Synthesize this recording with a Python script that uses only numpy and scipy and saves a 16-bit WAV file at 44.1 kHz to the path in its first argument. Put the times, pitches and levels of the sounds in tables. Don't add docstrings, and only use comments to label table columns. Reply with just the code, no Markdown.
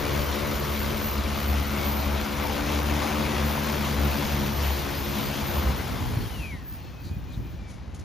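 import sys
import numpy as np
from scipy import signal
from scipy.fft import rfft, irfft, next_fast_len
from scipy.io import wavfile
from scipy.ndimage import uniform_filter1d, map_coordinates

SR = 44100
rng = np.random.default_rng(int(sys.argv[2]) if len(sys.argv) > 2 else 0)


def master(y):
    cut = np.clip(np.atleast_2d(y).T, -1, 1)
    pcm = np.round(cut * 32767)
    wavfile.write(sys.argv[1], SR, pcm.astype(np.int16))


N = 354563
T = np.arange(N) / SR
HZ = np.fft.rfftfreq(N, 1 / SR)

# (time [s], blade rate [Hz])
BLADE_RATE = [(0, 72.1), (1.4, 71.4), (2.36, 71.4), (2.8, 73), (3.7, 72.9), (4.4, 70.6), (5.58, 69.7),
              (5.76, 62.7), (5.95, 62.6), (6.25, 58.4), (6.37, 51), (6.56, 36.8), (6.67, 29.8),
              (6.76, 34.3), (6.9, 30.9), (7.15, 29.2), (7.59, 28.8), (8.04, 22)]
# (time [s], height [m])
ROTOR_HEIGHT = [(0, 1.86), (1, 1.68), (2, 1.17), (3, 1.04), (5.7, 1.12)]
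ROTOR_TRIM = [-1.9, -.8, -.2, .35, 1, 2.1]
# (time [s], offset scale [ratio])
TRIM_SPREAD = [(1, 0.86), (2.2, 0.39), (2.8, 1.15), (3.7, 1.25), (4.6, 0.51)]
ROTOR_NEARNESS = [1, -7.5, -3.5, -2, 6, -6.5]
# (time [s], relative level [dB])
HUM_LEVEL = [(0, -36), (.2, -33), (.65, -32.5), (.85, -30.5), (1.03, -39), (1.2, -29), (1.33, -35),
             (1.5, -23.5), (1.68, -30), (1.8, -29.5), (2.1, -27), (2.22, -33), (2.66, -34), (2.8, -26.5),
             (3.1, -34.5), (3.35, -28.5), (3.75, -35), (3.97, -24.5), (4.45, -35), (4.72, -24),
             (4.9, -39.5), (5.15, -31), (5.33, -56), (5.9, -40)]
# (time [s], second [relative dB], third [relative dB])
OVERTONE_LEVELS = [(0, -36, -40), (1.1, -42.5, -35), (2.1, -40, -35), (2.5, -44.5, -37.5),
                   (3.3, -37, -33.5), (4.5, -35, -33), (4.85, -40.5, -47), (5.15, -40, -34),
                   (5.9, -34, -38.5)]
# (time [s], fourth tone [dB], all above it [dB])
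BUZZ_LEVELS = [(0, -32, -28), (.3, -37.5, -30.5), (.8, -42, -34.5), (1.2, -40.5, -37), (2.2, -40.5, -35.5),
               (2.9, -34, -33.5), (3.6, -37.5, -35), (4.2, -35, -34.5), (4.6, -40.5, -33),
               (5.1, -37.5, -34.5), (5.6, -37.5, -35), (6.15, -36.5, -36)]
# (frequency [Hz], relative level [dB])
BUZZ_SPECTRUM = [(365, 1.5), (435, -4.5), (510, -1.5), (580, -2.5), (660, -8.5), (800, -15), (1080, -8),
                 (1500, -15), (2400, -16.5)]
# (time [s], rush [relative dB], tip hiss [relative dB])
TURBULENCE_LEVELS = [(0, -34.5, -39), (.7, -32.5, -39.5), (2.25, -30.5, -40.5), (2.65, -30, -39),
                     (3.3, -30, -38.5), (4.3, -31.5, -38), (4.95, -34, -40), (5.25, -33.5, -38.5),
                     (5.7, -29, -40.5), (6.3, -35.5, -42.5)]
# (frequency [Hz], relative density [dB])
RUSH_SPECTRUM = [(30, -47), (130, -9.5), (330, 1), (480, -1), (900, -1), (1100, -2), (1500, -5.5),
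                 (1780, -13.5), (2100, -6.5), (4000, -24), (16000, -45)]
# (frequency [Hz], relative density [dB])
TIP_SPECTRUM = [(300, -1.5), (1300, -14), (1800, 1), (2100, 0.5), (3000, 3), (4200, 0.5), (6200, -5),
                (9000, -9.5), (12500, -14.5), (14200, -7), (15300, -48)]
# (peak time [s], rise [s], fall [s], level at resonance [dB], pitch [x blade rate], motor's lag [s])
MOTOR_WHINES = [(6.44, .24, .23, -41, 56, .001), (6.44, .035, .05, -44.5, 56, -.033),
                (6.55, .028, .045, -41, 56, -.052), (6.79, .04, .13, -57, 84, .002),
                (6.98, .055, .05, -57.5, 84, .002), (7.135, .04, .055, -56.5, 84, .002),
                (7.31, .055, .045, -57.5, 84, .002), (7.43, .04, .12, -61, 84, .002),
                (7.605, .022, .36, -58.5, 84, -.004)]
# (peak time [s], half length [s], pitch [Hz], width [Hz], level [dB])
MOTOR_SQUEAKS = [(6.19, 0.081, 4420, 60, -53), (6.858, 0.068, 4300, 130, -61),
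                 (7.066, 0.037, 4300, 1100, -52), (7.343, .014, 3750, 900, -50)]
# (distance below the carrier [x blade rate], relative level [dB])
SWITCHING_SIDEBANDS = [(10, -52), (14.1, -49), (16.3, -51), (19.9, -44), (22, -53)]
# (time [s], relative level [dB])
MOTOR_CURRENT = [(0, 1.5), (5.6, 2), (5.8, -2.5), (6.3, -8), (6.55, -17), (6.7, 1), (6.88, -12),
                 (7.58, -16), (7.68, -40)]
# (time [s], relative level [dB])
WASH_LEVEL = [(0, -31), (1.5, -31.5), (2.5, -34.5), (3.5, -35.5), (5.2, -33), (5.9, -32), (6.4, -32),
              (6.72, -37.5), (7.3, -33.5), (8.04, -34.5)]
# (peak time [s], half length [s], relative level [dB])
WASH_GUSTS = [(5.68, .09, -34), (6.057, 0.12, -28.5), (6.224, 0.074, -34), (7.12, 0.059, -35),
              (7.42, 0.066, -34)]
# (frequency [Hz], relative density [dB])
WASH_SPECTRUM = [(18, -39), (35, -8), (55, 6), (90, 2), (140, -2.5), (220, -7), (350, -14), (700, -57),
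                 (2000, -61), (8000, -84)]
# (peak time [s], half length [s], frequency [Hz], level [dB])
LOW_THUMPS = [(5.589, 0.045, 73, -20.5), (5.684, 0.051, 67, -21), (6.174, 0.0081, 104, -15),
              (6.392, 0.0067, 84.4, -28), (7.117, 0.024, 87, -27.5), (7.169, 0.0026, 113, -17),
              (7.376, 0.0058, 112, -24)]
# (start time [s], length [s], level [dB])
LITTER_SCRAPES = [(7.028, 0.12, -52), (7.287, 0.18, -58), (7.671, 0.14, -51.5), (7.94, 0.051, -49),
                  (7.985, 0.064, -52)]
# (frequency [Hz], relative density [dB])
LITTER_SPECTRUM = [(500, -25), (2000, -3.5), (4000, -3), (6300, -0.5), (9000, -3), (13000, -18),
                   (16000, -8)]
# (frequency [Hz], relative density [dB])
OPEN_AIR_SPECTRUM = [(100, -13), (500, -1.5), (800, -2.5), (1300, -9.5), (2000, -11.5), (4000, -24),
                     (8000, -35), (15000, -37)]
# (frequency [Hz], likeness [0 to 1])
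PORT_LIKENESS = [(60, .95), (140, .88), (330, .74), (640, .62), (1400, .9), (3000, .93), (6500, .88),
                 (8200, .99), (15000, .99)]
# (frequency [Hz], left minus right [dB])
PORT_SHADING = [(60, 1), (130, 2.4), (280, 4), (450, 6.8), (700, 6.5), (1200, 3.3), (2380, 4.7), (4400, 4),
                (7500, .2), (15000, 0)]
# (frequency [Hz], lead of the left [rad])
PORT_LEAD = [(60, 0), (200, .2), (340, .5), (480, 0), (720, -1.1), (1380, -.1), (2840, .3), (6200, -.1),
             (6800, -.9), (7670, -2.9), (8870, -3.4), (10400, -6), (12600, -6.5), (14200, -9.1),
             (15700, -9.4)]

HOVER_HZ = 72
RUSH_LAW_DB, TIPS_LAW_DB, FIZZ_LAW_DB, TONES_LAW_DB = 57, 42.5, 5, 67


def rotor_phases(speed, wander_hz, flutter_hz):
    spread = curve(TRIM_SPREAD)
    rates = [speed + spread * (trim + wander_hz * drift(1.2)) + flutter_hz * drift(11)
             for trim in ROTOR_TRIM]
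    return 2 * np.pi * (np.cumsum(rates, axis=1) / SR + rng.random((len(ROTOR_TRIM), 1)))


def blade_hum(speed, gains_db, beat_hz, beat_wander, stray_gains, waver_rad):
    phase = 2 * np.pi * np.cumsum(speed) / SR
    ahead, behind = (
        2 * np.pi * (np.cumsum(beat_hz * (1 + beat_wander * drift(1.5))) / SR + rng.random())
        for _ in range(2))
    levels = curve(HUM_LEVEL), curve(OVERTONE_LEVELS), curve(OVERTONE_LEVELS, column=2)
    tones = 0
    for k, (level, db, stray_gain) in enumerate(zip(levels, gains_db, stray_gains), 1):
        in_step = np.cos(k * phase + waver_rad * k * drift(5.8))
        strays = np.cos(k * (phase + ahead)) + np.cos(k * (phase - behind))
        tones += amp(level + db) * unit(in_step + stray_gain * strays)
    return tones * speed_gain(speed, TONES_LAW_DB)


def blade_buzz(phases, speed, flicker_db, top_harmonic=33):
    fourth, upper = np.zeros((2, N))
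    harmonics = np.arange(top_harmonic, 4, -1)
    strengths = amp(at_hz(BUZZ_SPECTRUM, harmonics * speed[0]))
    for phase, near_db in zip(phases, ROTOR_NEARNESS):
        first_tone = np.exp(1j * phase).astype(np.complex64)
        fourth_tone = (first_tone * first_tone) ** 2
        weights = strengths * np.exp(2j * np.pi * rng.random(len(harmonics)))
        stack = np.zeros(N, np.complex64)
        for weight in weights.astype(np.complex64):
            stack = (stack + weight) * first_tone
        gain = amp(near_db + flicker_db * drift(5))
        fourth += gain * fourth_tone.real
        upper += gain * (stack * fourth_tone).real
    tones = unit(fourth) * amp(curve(BUZZ_LEVELS)) + unit(upper) * amp(curve(BUZZ_LEVELS, column=2))
    return tones * speed_gain(speed, TONES_LAW_DB)


def blade_turbulence(phases, speed, rush_db, tips_db, rush_chop, tips_chop, swell_db, dull_hz):
    flares = sum(amp(1.3 * drift(2.12)) * np.exp(1.9 * np.cos(phase)) for phase in phases)
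    flares = (flares / flares.mean()) ** ((speed / speed[0]) ** 2)
    rush, tips = (shed_vortices(noise_pair(colour), depth_db=2.0, patch_s=.035, patch_hz=222.8)
                  for colour in (RUSH_SPECTRUM, TIP_SPECTRUM))
    rush *= amp(curve(TURBULENCE_LEVELS) + rush_db + 0.77 * drift(150)) * speed_gain(speed, RUSH_LAW_DB)
    dull = irfft(rfft(tips) / np.hypot(1, (HZ / dull_hz) ** 7), N)
    fizz_gain = np.clip((speed - 32) / 15, 0, 1) * speed_gain(speed, FIZZ_LAW_DB)
    tips = dull * speed_gain(speed, TIPS_LAW_DB) + fizz_gain * (tips - dull)
    tips *= amp(curve(TURBULENCE_LEVELS, column=2) + tips_db + 1.27 * drift(220))
    chopped = rush * unit(flares ** rush_chop) + tips * unit(flares ** tips_chop)
    return chopped * amp(swell_db * drift(7))


def shed_vortices(air, depth_db, patch_s, patch_hz):
    frames = dict(fs=SR, nperseg=512, noverlap=384)
    hz, t, spectra = signal.stft(air, **frames)
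    grid = np.meshgrid(hz / patch_hz, t / patch_s, indexing="ij")
    patches = map_coordinates(rng.standard_normal((256, 1024)), grid, order=1, mode="wrap")
    _, coloured = signal.istft(spectra * amp(depth_db * patches), **frames)
    return unit(coloured[:, :N])


def motor_whine(speed, shell_hz, shell_width_hz, flicker_db, flutter_hz):
    whine = np.zeros(N)
    for peak_s, rise_s, fall_s, db, multiple, lag_s in MOTOR_WHINES:
        pitch = multiple * np.interp(T - lag_s, T, speed) + flutter_hz * drift(25)
        resonance = 1 / np.hypot(1, 2 * (pitch - shell_hz) / shell_width_hz)
        ripple = unit(np.cos(2 * np.pi * np.cumsum(pitch) / SR))
        whine += amp(db) * swell(peak_s, rise_s, fall_s) * resonance * ripple
    return whine * amp(flicker_db * drift(25))


def motor_squeaks():
    white = rfft(rng.standard_normal(N))
    squeaks = np.zeros(N)
    for peak_s, half_s, hz, width_hz, db in MOTOR_SQUEAKS:
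        band = unit(irfft(white / (1 + (2 * (HZ - hz) / width_hz) ** 4), N))
        squeaks += amp(db) * swell(peak_s, half_s, half_s) * band
    return squeaks


def speed_controllers(phases, carrier_hz, gain_db, jitter_rad, flicker_db):
    carrier = 2 * np.pi * carrier_hz * T + jitter_rad * drift(63)
    gains = np.array([amp(db + flicker_db * drift(4)) for db in ROTOR_NEARNESS])
    tones = 0
    for multiple, db in SWITCHING_SIDEBANDS:
        per_motor = gains * np.cos(carrier - multiple * phases + drift(4.7))
        tones += amp(db) * unit(per_motor.sum(0))
    return tones * amp(curve(MOTOR_CURRENT) + gain_db)


def downwash(wash_db, gust_db, lumpy_db, dull_hz, likeness):
    gusts = sum(amp(db + gust_db) * swell(peak_s, half_s, half_s) for peak_s, half_s, db in WASH_GUSTS)
    level = np.hypot(amp(curve(WASH_LEVEL) + wash_db), gusts)
    left, unrelated = noise_pair(WASH_SPECTRUM)
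    eddies = np.array([left, likeness * left + np.sqrt(1 - likeness ** 2) * unrelated])
    eddies /= np.sqrt(uniform_filter1d(eddies ** 2, size=4000, axis=1))
    dull = irfft(rfft(eddies) / (1 + (HZ / dull_hz) ** 4), N)
    closeness = (ROTOR_HEIGHT[-1][1] / curve(ROTOR_HEIGHT)) ** 2
    return (dull + closeness * (eddies - dull)) * level * amp(lumpy_db * drift(22))


def low_thumps(raggedness):
    swings = sum(amp(db) * swell(peak_s, half_s, half_s) * np.sin(2 * np.pi * hz * (T - peak_s))
                 for peak_s, half_s, hz, db in LOW_THUMPS)
    low_cut = signal.butter(3, 40, "high", fs=SR, output="sos")
    return signal.sosfiltfilt(low_cut, swings * (1 + raggedness * drift(110)))


def litter(grain_db):
    strokes = sum(amp(db) * np.interp(T, [start, start + 0.19 * length, start + length], [0, 1, 0])
                  for start, length, db in LITTER_SCRAPES)
    return noise_pair(LITTER_SPECTRUM) * strokes * unit(amp(grain_db * drift(76)))


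def with_ground_echo(direct, strength, lag_s_per_m):
    dull = signal.sosfiltfilt(signal.butter(2, 2200, fs=SR, output="sos"), direct)
    return direct + strength * np.interp(T - lag_s_per_m * curve(ROTOR_HEIGHT), T, dull)


def court_scatter(direct, t60_s):
    t = T[:SR // 2]
    tail = rng.standard_normal(len(t)) * amp(-60 * t / t60_s)
    return signal.fftconvolve(direct, tail / np.linalg.norm(tail))[:N]


def open_air(level_db):
    return noise_pair(OPEN_AIR_SPECTRUM) * amp(level_db)


def microphone_ports(direct, diffuse):
    size = next_fast_len(N + SR)
    hz = np.fft.rfftfreq(size, 1 / SR)
    likeness = at_hz(PORT_LIKENESS, hz)
    right = likeness * rfft(direct, size) + np.sqrt(1 - likeness ** 2) * rfft(diffuse, size)
    right *= amp(-at_hz(PORT_SHADING, hz)) * np.exp(-1j * at_hz(PORT_LEAD, hz))
    return np.array([direct, irfft(right, size)[:N]])


def amp(db):
    return 10 ** (np.asarray(db) / 20)


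def unit(x):
    return x / np.sqrt(np.mean(abs(x) ** 2) + 1e-20)


def curve(rows, column=1):
    rows = np.array(rows)
    return np.interp(T, rows[:, 0], rows[:, column])


def at_hz(rows, hz):
    table_hz, values = np.transpose(rows)
    return np.interp(np.log(hz + 1), np.log(table_hz + 1), values)


def noise_pair(spectrum):
    return unit(irfft(rfft(rng.standard_normal((2, N))) * amp(at_hz(spectrum, HZ)), N))


def drift(rate_hz):
    knots = signal.resample_poly(rng.standard_normal(2048), 8, 1)
    return np.interp(T * rate_hz * 16, np.arange(len(knots)), knots)


def swell(peak_s, rise_s, fall_s):
    return np.exp(-((T - peak_s) / np.where(T < peak_s, rise_s, fall_s)) ** 2)


def speed_gain(speed, law_db):
    return amp(law_db * np.log10(speed / HOVER_HZ))


def scene():
    speed = curve(BLADE_RATE)
    phases = rotor_phases(speed, wander_hz=.5, flutter_hz=0.1537)
    hum = blade_hum(speed, gains_db=[-.8, -.3, -.5], beat_hz=2.8, beat_wander=0.311,
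                    stray_gains=[.28, .45, .55], waver_rad=0.15)
    hum = hum * amp([[.8], [-.8]])
    tones = blade_buzz(phases, speed, flicker_db=2.0)
    tones += motor_whine(speed, shell_hz=2490, shell_width_hz=560, flicker_db=2.5, flutter_hz=13)
    tones += motor_squeaks()
    tones += speed_controllers(phases, carrier_hz=15070, gain_db=1.0, jitter_rad=0.59, flicker_db=4.0)
    air = blade_turbulence(phases, speed, rush_db=-0.5, tips_db=3.5, rush_chop=0.38, tips_chop=0.19,
                           swell_db=0.5, dull_hz=8350)
    air = np.array([with_ground_echo(side, strength=0.19, lag_s_per_m=0.001095) for side in air])
    noises = air + litter(grain_db=2.0) + open_air(level_db=-49.5)
    court = microphone_ports(tones + noises[0], court_scatter(tones, t60_s=0.4) + noises[1])
    thumps = low_thumps(raggedness=0.31)
    wash = downwash(wash_db=-2.05, gust_db=-3.5, lumpy_db=2.0, dull_hz=121, likeness=0.55)
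    return hum + court + thumps + wash


def record(dry):
    low_pass = signal.firwin(511, 15700, window=("kaiser", 9), fs=SR)
    return signal.oaconvolve(dry, low_pass[None], "same")


dry = scene()
out = record(dry)
master(out)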